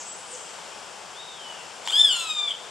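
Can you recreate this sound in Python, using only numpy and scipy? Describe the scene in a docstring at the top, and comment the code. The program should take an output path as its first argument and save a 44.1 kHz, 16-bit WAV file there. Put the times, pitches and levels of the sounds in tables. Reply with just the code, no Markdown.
"""The steady hush of a garden, filtered noise, lasts throughout. From the start small birds lisp further off,
then one whistles a fall: gliding sine tones with an echo from the trees. At 1.85 s a young hawk close to
the microphone begins one harsh scream, with a bill click near its onset, a quick rise in pitch, a long fall
and a short rattle: harmonics and hiss shaped by throat resonances. Nearby surfaces and trees echo it,
and another faint bird note sounds beneath it."""
import sys
import numpy as np
from scipy import signal
from scipy.fft import rfft, irfft
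from scipy.io import wavfile

SR = 44100
rng = np.random.default_rng(int(sys.argv[2]) if len(sys.argv) > 2 else 0)


def master_out(mix):
    """Clip the mix to full scale and print it as 16-bit PCM to the path in sys.argv[1]."""
    frames = np.transpose(np.atleast_2d(mix))
    ceiling = np.clip(frames, -1, 1)
    pcm = np.round(ceiling * 32767).astype(np.int16)
    wavfile.write(sys.argv[1], SR, pcm)


N = 119070  # samples, 2.7 s


def undb(db):
    """Decibel law: amplitude ratio of a level."""
    return 10 ** (np.asarray(db) / 20)


def times():
    """Uniform sampling: the instant of each sample, s."""
    return np.arange(N) / SR


def at(points, hz):
    """Logarithmic frequency scale: interpolate a table along it."""
    f, v = np.array(points).T
    return np.interp(np.log(np.maximum(hz, 1)), np.log(f), v)


def unit(x):
    """Root-mean-square normalisation to 1."""
    return x / np.sqrt(np.mean(x ** 2))


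def bins():
    """Fourier analysis: the frequency of each bin, Hz."""
    return np.fft.rfftfreq(N, 1 / SR)


def colour(x, points):
    """Linear filtering: multiply the spectrum by a table of f/Hz, gain/dB."""
    return irfft(rfft(x) * undb(at(points, bins())), N)


def wander(hz):
    """Band-limited random modulation: Gaussian low-passed noise of unit spread."""
    lowpass = np.exp(-.5 * (bins() / hz) ** 2)
    return unit(irfft(rfft(rng.standard_normal(N)) * lowpass, N))


def pan(db):
    """Interaural level difference: gains that set left minus right to db."""
    return undb(np.array([[db], [-db]]) / 2)


def turn(hz):
    """Phase is the time integral of angular frequency, rad."""
    return 2 * np.pi * np.cumsum(hz) / SR


# Spectrum of the garden hush: f/Hz, relative level/dB
HUSH_SPECTRUM = [(15, -68), (25, -29), (104, -17.5), (183, -10), (291, -13.5), (429, -5), (463, -6),
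                 (500, -2.5), (541, -4.5), (883, 0), (1060, -3), (1560, -5), (1920, -10), (3210, -6.5),
                 (3950, -14), (5250, -9.5), (6290, -13), (7540, -9), (12000, -29), (15600, -68),
                 (22000, -120)]
# Level difference between channels: f/Hz, left minus right/dB
HUSH_BALANCE = [(50, 9), (150, 8.5), (350, 9.5), (700, 7.5), (1500, 4), (3000, 4.5), (7000, 2.5),
                (12000, 1)]
# Coherence of the sound field: f/Hz, correlation of left and right (-1 to 1)
HUSH_CORRELATION = [(40, -0.19), (90, 0.54), (180, 0.31), (400, 0.74), (1000, 0.82), (2500, 0.78),
                    (5000, 0.96), (8000, 0.54), (12000, -0.24)]
HUSH_DB, HUSH_SWELL_DB, HUSH_SWELL_HZ = -41.5, 0.71, 2.4
HUSH_TOP_HZ = 12500


def garden():
    """Diffuse field: partly correlated coloured noise, stronger on the left and swelling slightly."""
    f = bins()
    correlation = np.clip(at(HUSH_CORRELATION, f), -.98, .98)
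    lean = at(HUSH_BALANCE, f)
    # the split of power between sum and difference sets the correlation
    noise = rfft(rng.standard_normal((2, N))) * undb(at(HUSH_SPECTRUM, f))
    mid, side = noise * np.sqrt([1 + correlation, 1 - correlation])
    air = irfft(np.array([mid + side, mid - side]) * undb(np.array([lean, -lean]) / 2), N)
    air = signal.sosfilt(signal.ellip(8, .2, 70, HUSH_TOP_HZ, fs=SR, output="sos"), air)
    level = undb(HUSH_DB + HUSH_SWELL_DB * wander(HUSH_SWELL_HZ))
    return air / np.std(air.mean(axis=0)) * level


TREES_CROSSOVER_HZ, TREES_BUILD_S = 5000, 0.018
TREES_T60_S, TREES_TREBLE_T60_S = 0.47, 1
TREES_SPREAD, TREES_TREBLE_SPREAD = .3, 0.65  # share of side noise


def trees(x):
    """Reverberation by scattering: convolve with decaying noise, whose treble is wider and lasts longer."""
    t = times()
    mid, side = rng.standard_normal((2, N))
    side = side * np.array([[1], [-1]])
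    lowpass = signal.butter(2, TREES_CROSSOVER_HZ, fs=SR, output="sos")
    highpass = signal.butter(2, TREES_CROSSOVER_HZ, "high", fs=SR, output="sos")
    low = signal.sosfilt(lowpass, mid + TREES_SPREAD * side)
    high = signal.sosfilt(highpass, mid + TREES_TREBLE_SPREAD * side)
    # a fall to 1/1000 of the amplitude is 60 dB
    low = low * np.exp(-np.log(1000) * t / TREES_T60_S)
    high = high * np.exp(-np.log(1000) * t / TREES_TREBLE_T60_S)
    tail = (low - high) * (1 - np.exp(-(t / TREES_BUILD_S) ** 2))
    tail = tail / np.sqrt(np.sum(tail ** 2) / 2)  # unit energy per channel on average
    return signal.fftconvolve(x[None], tail, axes=1)[:, :N]


# A distant bird's falling whistle: t/s, f/Hz, level/dB
WHISTLE_TRACK = [(1.129, 3150, -55), (1.171, 3500, -44.5), (1.207, 3766, -37.5), (1.24, 3906, -64),
                 (1.29, 3740, -41), (1.35, 3470, -50.5), (1.4, 3180, -42), (1.445, 2994, -45),
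                 (1.5, 2970, -38.5), (1.571, 2816, -49), (1.618, 2674, -45)]
# Short notes of other birds: t/s, length/s, start f/Hz, end f/Hz, level/dB, pitch scatter (share of f)
BIRD_NOTES = [(-.04, 0.091, 6400, 6770, -36.5, 0.13), (0.041, 0.11, 7890, 7620, -37.5, .025),
              (0.148, 0.077, 9300, 9150, -50, .015), (.26, 0.055, 9270, 8300, -46.5, 0.047),
              (0.292, .085, 8800, 6250, -37, 0.077), (.33, 0.25, 7770, 7730, -48, .045),
              (0.322, 0.049, 502.4, 497, -40, 0.0056), (2.112, 0.186, 1040, 1000, -44.5, 0.0044)]
BIRDS_WET_DB, BIRDS_PAN_DB = -1, 2


def other_birds():
    """Frequency modulation of pure tones: one long whistle, faint lisps and notes, with their echo."""
    t = times()
    s, hz, db = np.array(WHISTLE_TRACK).T
    pitch = np.interp(t, s, hz) * (1 + 0.0027 * wander(104))
    song = undb(np.interp(t, s, db, left=-120, right=-120)) * np.sin(turn(pitch))
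    for start, length, hz0, hz1, db, scatter in BIRD_NOTES:
        progress = np.clip((t - start) / length, 0, 1)
        pitch = (hz0 + (hz1 - hz0) * progress) * (1 + scatter * wander(500))
        song = song + undb(db) * np.sin(np.pi * progress) * np.sin(turn(pitch))
    return pan(BIRDS_PAN_DB) * (song + undb(BIRDS_WET_DB) * trees(song))


# Fundamental of the scream: t/s, f/Hz
SCREAM_PITCH = [(1.86, 880), (1.885, 1030), (1.91, 1260), (1.935, 1605), (1.975, 1710), (2.012, 1785),
                (2.05, 1725), (2.09, 1610), (2.122, 1460), (2.16, 1395), (2.22, 1335), (2.3, 1258),
                (2.35, 1220), (2.42, 1190), (2.47, 1170), (2.49, 1130), (2.53, 1020)]
# Effort of the scream: t/s, level/dB, roughness (0 to 1)
SCREAM_EFFORT = [(1.849, -38.5, 0.46), (1.885, -32.5, 0.61), (1.914, -26, 0.4), (1.935, -25.5, 0.48),
                 (1.965, -20, 0.27), (2.005, -17, 0.28), (2.018, -14, 0.2), (2.024, -27, 0.2),
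                 (2.049, -14.5, 0.06), (2.063, -21.5, 0.22), (2.115, -22.5, 0.21), (2.19, -23, 0.37),
                 (2.281, -25, 0.14), (2.308, -17.5, 0.07), (2.347, -31.5, .1), (2.397, -20, 0.1),
                 (2.44, -32.5, 0), (2.461, -23, .06), (2.468, -43, 0), (2.479, -19.5, 0),
                 (2.494, -37, 0.65), (2.522, -32.5, 0.28), (2.545, -66, 1)]
# Resonances of throat and open bill: f/Hz, gain/dB
THROAT_RESPONSE = [(250, -55), (800, -46), (1250, -20), (1750, -28), (2350, -20.5), (2700, -18.5),
                   (3000, -2), (3350, -2), (3600, -3), (3850, -17), (4200, -19.5), (4750, -14.5),
                   (5200, -17), (5800, -25), (6500, -26), (7200, -10), (8100, -17.5), (8800, -20.5),
                   (9600, -28), (10700, -29.5), (12300, -32.5), (14000, -57)]
# Source spectrum at the syrinx, one entry per harmonic from the first: level/dB
SYRINX_HARMONICS = [1.5, 2.5, 1, -6.5, -1.5, -2, -6, -5, -5, -10]
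# spreads at full roughness: pitch jitter (share of f) and its rate, level shimmer and its rate
JITTER, JITTER_HZ, SHIMMER_DB, SHIMMER_HZ = 0.031, 450, 5.5, 160
RASP_DB, RASP_WIDTH_HZ, RASP_PER_OCTAVE_DB = -7.5, 73, 5  # higher harmonics are rougher
HISS_DB = -9
RATTLE_S, RATTLE_ONSET_S, RATTLE_HZ, RATTLE_DEPTH = 2.488, 0.0045, 225, 0.89
# the treble fades as the call runs out: dB per second for each octave above the corner
DULL_FROM_S, DULL_DB_PER_S, DULL_ABOVE_HZ = 2.193, 38.5, 3830


def scream():
    """Source-filter theory: rough syrinx harmonics sweep through throat resonances and end in a rattle."""
    t = times()
    s, db, rough = np.array(SCREAM_EFFORT).T
    rough = np.clip(np.interp(t, s, rough), 0, 1)
    hz = np.interp(t, *np.array(SCREAM_PITCH).T)
    phase = turn(hz * (1 + JITTER * rough * wander(JITTER_HZ)))
    dull = DULL_DB_PER_S * np.maximum(t - DULL_FROM_S, 0)
    voice = 0
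    for k, strength_db in enumerate(SYRINX_HARMONICS, 1):
        # complex noise shakes both amplitude and phase
        shake = wander(RASP_WIDTH_HZ) + 1j * wander(RASP_WIDTH_HZ)
        rasp = undb(RASP_DB + RASP_PER_OCTAVE_DB * np.log2(k)) * rough * shake
        octaves_above = np.log2(np.maximum(k * hz / DULL_ABOVE_HZ, 1))
        gain_db = at(THROAT_RESPONSE, k * hz) - dull * octaves_above
        harmonic = np.real((1 + rasp) * np.exp(1j * k * phase))
        voice = voice + undb(strength_db + gain_db) * harmonic
    hiss = unit(colour(rng.standard_normal(N), THROAT_RESPONSE))
    voice = voice + undb(HISS_DB) * rough * hiss
    rattle_depth = np.clip((t - RATTLE_S) / RATTLE_ONSET_S, 0, 1) * RATTLE_DEPTH
    rattle = 1 + rattle_depth * np.cos(turn(RATTLE_HZ * (1 + .15 * wander(85))))
    effort_db = np.interp(t, s, db, left=-120, right=-120)
    effort = undb(effort_db + SHIMMER_DB * rough * wander(SHIMMER_HZ))
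    return np.sqrt(2) * voice * effort * rattle


# Spectrum of the bill click: f/Hz, gain/dB
CLICK_SPECTRUM = [(150, -40), (450, -10), (900, 23), (1500, 13), (2300, 17), (3400, 21), (5000, 5),
                  (8000, 6), (14000, -5)]
CLICK_S, CLICK_DECAY_S = 1.8752, .0012
CLICK_DB = -27  # before the spectrum's gain


def bill_click():
    """Impulsive excitation: a decaying noise burst, the dry tick as the bill opens."""
    age = times() - CLICK_S
    tick = rng.standard_normal(N) * (age > 0) * np.exp(-np.abs(age) / CLICK_DECAY_S)
    return undb(CLICK_DB) * colour(tick, CLICK_SPECTRUM)


# Reflections from close by: delay t/s, level re direct/dB, pan added to the hawk's own/dB
NEAR_REFLECTIONS = [(.0043, -41, -2), (.0093, -10, -2), (0.032, -9.5, -1)]
# Phase difference of the direct call: f/Hz, lead of left over right/rad
CHANNEL_PHASE = [(1000, -0.76), (3500, -0.27), (6000, -0.37), (7300, 0.38), (9000, -1.45), (12000, -0.74)]
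HAWK_PAN_DB, TREES_DB = 3, -9


def hawk():
    """Superposition of paths: direct with a phase difference between channels, near surfaces, trees."""
    t = times()
    call = scream() + bill_click()
    near = sum(undb(db) * pan(side) * np.interp(t - lag, t, call) for lag, db, side in NEAR_REFLECTIONS)
    half_turn_each_way = .5j * np.array([[1], [-1]]) * at(CHANNEL_PHASE, bins())  # half the lead per channel
    direct = irfft(rfft(call) * np.exp(half_turn_each_way), N)
    return pan(HAWK_PAN_DB) * (direct + near + undb(TREES_DB) * trees(call))


def scene():
    """Linear superposition of all sources."""
    return garden() + other_birds() + hawk()


TOP_HZ = 14200


def record(dry):
    """Band limitation: the recorder's steep low-pass cuts the top."""
    return signal.sosfilt(signal.ellip(8, .2, 70, TOP_HZ, fs=SR, output="sos"), dry)


dry = scene()
out = record(dry)
master_out(out)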